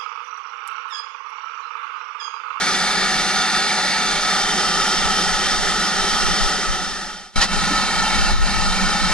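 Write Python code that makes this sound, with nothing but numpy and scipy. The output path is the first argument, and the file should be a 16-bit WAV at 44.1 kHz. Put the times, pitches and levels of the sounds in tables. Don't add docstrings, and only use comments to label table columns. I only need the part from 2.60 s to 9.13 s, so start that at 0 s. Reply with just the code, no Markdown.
import sys
import numpy as np
from scipy import signal
from scipy.fft import rfft, irfft
from scipy.io import wavfile
from scipy.ndimage import uniform_filter1d

SR = 44100
rng = np.random.default_rng(int(sys.argv[2]) if len(sys.argv) > 2 else 0)


def waveform_to_disk(signal):
    frames = np.transpose(np.atleast_2d(signal))
    scaled = np.clip(frames, -1, 1) * 32767
    samples = np.round(scaled).astype(np.int16)
    wavfile.write(sys.argv[1], SR, samples)


def decibels_to_gain(level_db):
    exponent = np.asarray(level_db, float) / 20
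    return 10 ** exponent


N = 287973
CUT_S = 4.7565

# [f/Hz, lead/rad]
PORT_LEAD = [(150, .15), (400, .12), (1000, .2), (1950, .3), (2240, .95), (3010, .6), (3880, 1.2),
             (4740, .9), (5510, 1.7), (6290, 1.55), (7920, 2.6), (9000, 3.1), (10600, 3.4)]


def evened(x):
    return x / np.sqrt(np.mean(np.mean(np.atleast_2d(x), 0) ** 2) + 1e-20)


def read(points, hz):
    f, value = np.transpose(points)
    return np.interp(np.log(hz + 1), np.log(f + 1), value)


def drift(low_hz, high_hz, t):
    rates_hz = np.geomspace(low_hz, high_hz, num=30)
    waves = sum(np.sin(2 * np.pi * (f * t + rng.random())) / np.sqrt(f) for f in rates_hz)
    return waves / waves.std()


def stages(t, start, attack, hold, release):
    return np.interp(t, start + np.cumsum([0, attack, hold, release]), [0, 1, 1, 0])


def noise(shared, apart, hz, lead_rad):
    z = rng.standard_normal((3, shared.shape[1], len(hz), 2)) @ [1, 1j]
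    common, left, right = z.transpose(0, 2, 1)
    turn = np.exp(.5j * lead_rad)[:, None]
    pair = np.array([shared * common * turn + apart * left,
                     shared * common / turn + apart * right])
    size = 2 * len(hz) - 2
    return signal.istft(pair, nperseg=size, noverlap=3 * size // 4)[1][:, :N]


def jet(patchy_db=1.0, ripple_db=.6, dulling_db_per_octave=-.5, flutter_db=.45):
    # [f/Hz, half width/Hz, first level/dB,
    # level after plume shift/dB, level after cut/dB]
    pipes = [(197, 23, -1.5, -1, 3), (393, 47, -7.5, -6.5, -12), (588, 105, -11, -11.0, -11.5),
             (748.5, 21, 0, -1.5, -5), (835, 79, -3, -3.0, -1), (1034, 47, -13, -12.5, -8),
             (1205, 20.7, -0.5, -1, -6), (1298, 35, 2, 4.5, 5.5), (1428, 74, -0.5, -1, -1),
             (1704, 66, -3.5, -6.5, -10.5), (1804, 42, -9.0, -17, 0), (1873, 146, -3, -2.5, -7),
              (2245, 82, -1.5, -11, -4.5), (2380, 110, -11, -12.5, -12), (2676, 30, -11.5, -17, -6.5),
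              (2770, 130, -9, -10, -10), (3130, 68, -9, -2.5, -3.5),
             (3566, 173, -4.5, -6, -51), (3630, 88, -51, -50, -5), (3995, 75, -6.5, -7, -3),
              (4320, 180, -5, -51, -11), (4465, 210, -53, -9.0, -12), (4850, 70, -2, -10, -7),
              (5220, 115, -16, -5, -9.5), (5720, 120, -8.5, -4, -8), (6100, 99, -15.5, -50, -11),
              (6130, 260, -9.5, -10, -22), (6780, 370, -18.5, -17, -14.5), (7700, 260, -22, -14, -47),
              (7780, 110, -49, -48, -13), (8250, 130, -15, -16, -21)]
    # [f/Hz, density/dB per Hz]
    open_jet = [(150, -36), (300, -13), (1000, -40), (2000, -28), (3500, -20.5), (5000, -12.5), (6500, -26),
                (8000, -20), (9200, -21), (10600, -21.5)]
    # [f/Hz, density/dB per Hz]
    scattered = [(130, -32), (220, -21), (400, -24), (800, -21), (1500, -26), (2200, -20), (3500, -19),
                 (5000, -17.5), (6500, -20), (8000, -22), (9200, -23), (10600, -24)]
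    # [t/s, hiss level/dB]
    blow = [(0, -20), (1.0, -20), (1.5, -20.5), (2.2, -19.3), (3.2, -20.5), (3.7, -19.7), (4.9, -19.7),
            (5.3, -20), (5.6, -20), (6.0, -21.5), (6.53, -19.5)]
    # [start/s, end/s]
    shift_s = (1.5, 2.05)
    size, hop = 2048, 512
    hz = np.fft.rfftfreq(size, 1 / SR)
    t = np.arange(N // hop + 5) * hop / SR
    now = np.arange(N) / SR

    centre_hz, half_hz, *levels_db = np.transpose(pipes)
    peaks = 1 / (1 + ((hz[:, None] - centre_hz) / (.88 * half_hz)) ** 2) ** 2
    first, shifted, later = (peaks @ decibels_to_gain(2 * level_db) for level_db in levels_db)
    share = np.interp(t, shift_s, [0, 1])
    before_cut = np.outer(first, 1 - share) + np.outer(shifted, share)
    piped = np.where(t < CUT_S - .015, before_cut, later[:, None])
    audible = (hz > 110)[:, None]
    piped += decibels_to_gain(2 * read(open_jet, hz))[:, None] * audible
    apart = decibels_to_gain(2 * read(scattered, hz))[:, None] * audible + piped / 80

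    ripple = uniform_filter1d(rng.standard_normal(len(hz)), size=2) * np.clip(hz / 3000, 0, 1)
    patches = uniform_filter1d(rng.standard_normal((len(t), len(hz))), size=8, axis=0)
    patches = uniform_filter1d(patches, size=16, axis=1).T
    dulling = np.outer(np.log2(hz / 2000 + .5), dulling_db_per_octave * (t > CUT_S))
    field_db = patchy_db * patches / patches.std() + dulling
    shared = np.sqrt(piped) * decibels_to_gain(field_db + ripple_db * ripple[:, None] / ripple.std())
    pair = noise(shared, np.sqrt(apart) * decibels_to_gain(field_db), hz, read(PORT_LEAD, hz))
    flutter = np.interp(now, t, drift(3, 30, t))
    return evened(pair) * decibels_to_gain(np.interp(now, *np.transpose(blow)) + flutter_db * flutter)


def puff(apart_db=-8):
    # [start/s, level/dB, attack/s, hold/s, release/s]
    burst_shape = (4.798, -13, .02, .026, .036)
    # [f/Hz, density/dB per Hz]
    burst_colour = [(200, -40), (300, -14), (420, -27), (940, -15.5), (1300, -19), (1700, -15),
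                    (2300, -22.5), (2800, -17), (5000, -14.5), (10400, -28.5)]
    # [from f/Hz, to f/Hz, level beside the burst/dB]
    whistle_slide = (1760, 2080, -6.5)
    hz, now = np.fft.rfftfreq(512, 1 / SR), np.arange(N) / SR
    colour = np.outer(decibels_to_gain(read(burst_colour, hz)), np.ones(N // 128 + 5))
    burst = noise(colour, decibels_to_gain(apart_db) * colour, hz, read(PORT_LEAD, hz))
    start_s, level_db, *lengths_s = burst_shape
    from_hz, to_hz, whistle_db = whistle_slide
    pitch_hz = np.interp(now, [start_s, start_s + sum(lengths_s)], [from_hz, to_hz])
    wobble = 1 + .25 * uniform_filter1d(rng.standard_normal(N), size=150)
    whistle = np.sqrt(2) * np.sin(2 * np.pi * np.cumsum(pitch_hz * wobble) / SR)
    envelope = decibels_to_gain(level_db) * stages(now, start_s, *lengths_s) ** 2
    return (evened(burst) + decibels_to_gain(whistle_db) * whistle) * envelope


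def knock(start_s, peak_db, f_hz, t60_s):
    t = np.clip(np.arange(N) / SR - start_s, 0, 1)
    return decibels_to_gain(peak_db - 60 * t / t60_s) * np.sin(2 * np.pi * f_hz * t) * (1 - np.exp(-t / .012))


def knocks():
    # [t/s, peak level/dB, f/Hz, t60/s]
    rings = [
        (4.77, -6, 24, .14),
        (5.103, -12, 290, .12),
        (5.1, -19, 400, .08),
        (5.097, -17, 190, .1),
    ]
    return sum(knock(*ring) for ring in rings)


def wind(apart_db=-3, lumpy_db=2.0):
    # [f/Hz, density/dB per Hz]
    wind_colour = [(8, -27), (15, -10.5), (27, 9.5), (40, -10.5), (65, -14), (95, -20), (130, -26.5),
                   (250, -40)]
    # [t/s, level/dB]
    breeze = [(0, -50), (1.3, -51), (2.3, -44), (4.0, -40), (4.7, -37), (5.3, -37), (5.8, -31), (6.53, -37)]
    # [peak t/s, peak level/dB, half length/s]
    gusts = [(.5, -44, .2), (.78, -43, .03), (.96, -42, .03), (1.55, -45, .15), (1.85, -41, .08),
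             (2.22, -41, .06), (2.46, -33, .05), (2.7, -36, .05), (2.97, -35, .12), (3.42, -38, .03),
             (3.55, -34, .03), (3.67, -29, .05), (3.84, -25, .03), (4.12, -24, .03), (4.25, -35, .05),
             (4.785, -24, .03), (4.98, -29, .08), (5.4, -33, .04), (5.61, -24, .03), (5.78, -15, .055),
             (5.98, -30, .04), (6.09, -28, .04), (6.25, -28, .05), (6.46, -27, .05)]
    hz, now = np.fft.rfftfreq(4096, 1 / SR), np.arange(N) / SR
    colour = np.outer(decibels_to_gain(read(wind_colour, hz) - 90 * (hz > 400)), np.ones(N // 1024 + 5))
    buffet = evened(noise(colour, decibels_to_gain(apart_db) * colour, hz, np.full(len(hz), np.pi)))
    strength = uniform_filter1d((buffet ** 2).mean(0), size=3500)
    buffet = evened(buffet / np.sqrt(strength + .1))
    coarse = now[::256]
    lumps = np.array([np.interp(now, coarse, drift(1.6, 17, coarse)) for _ in range(2)])
    gusting = decibels_to_gain(2 * np.interp(coarse, *np.transpose(breeze)))
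    gusting += sum(decibels_to_gain(2 * peak_db) * np.exp(-((coarse - peak_s) / half_s) ** 2)
                   for peak_s, peak_db, half_s in gusts)
    force = np.interp(now, coarse, np.sqrt(gusting)) * decibels_to_gain(lumpy_db * lumps - 1.0)
    return buffet * force * decibels_to_gain(0) * np.where([[True], [False]], decibels_to_gain(1), decibels_to_gain(-1))


def scene():
    return jet() + puff() + knocks() + wind()


def roll_off(x):
    return signal.sosfilt(signal.butter(12, 11410, fs=SR, output="sos"), x)


def record(dry):
    # [start/s, depth/dB, sink/s, hold/s, recover/s]
    ducks = [
        (4.8, -8, .065, .025, .045),
        (5.715, -6.5, .035, .05, .06),
    ]
    # [f/Hz, left minus right/dB]
    port_tilt = [(60, 0), (150, 2), (250, 1), (400, 0), (640, -1), (1000, .3), (2600, -.6), (4200, -1.3),
                 (10000, -2)]
    edge_hz = 10500
    hz, now = np.fft.rfftfreq(N, 1 / SR), np.arange(N) / SR
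    control_db = sum(depth_db * stages(now, start_s, *lengths_s)
                     for start_s, depth_db, *lengths_s in ducks)
    fader = np.interp(now, [0, .012, 3.76, 4.75], [.5, 1, 1, 0]) ** 1.01
    cut_in = np.interp(now, [CUT_S - .035, CUT_S, CUT_S + .004], [0, decibels_to_gain(-22), 1])
    floor_db = -32
    fader = np.maximum(fader + cut_in, decibels_to_gain(floor_db))
    tilt_db = np.outer([.5, -.5], read(port_tilt, hz))
    spectrum = rfft(dry * decibels_to_gain(control_db) * fader) * decibels_to_gain(tilt_db - 90 * (hz > edge_hz))
    return roll_off(irfft(spectrum, N))


dry = scene()
out = record(dry)
waveform_to_disk(out)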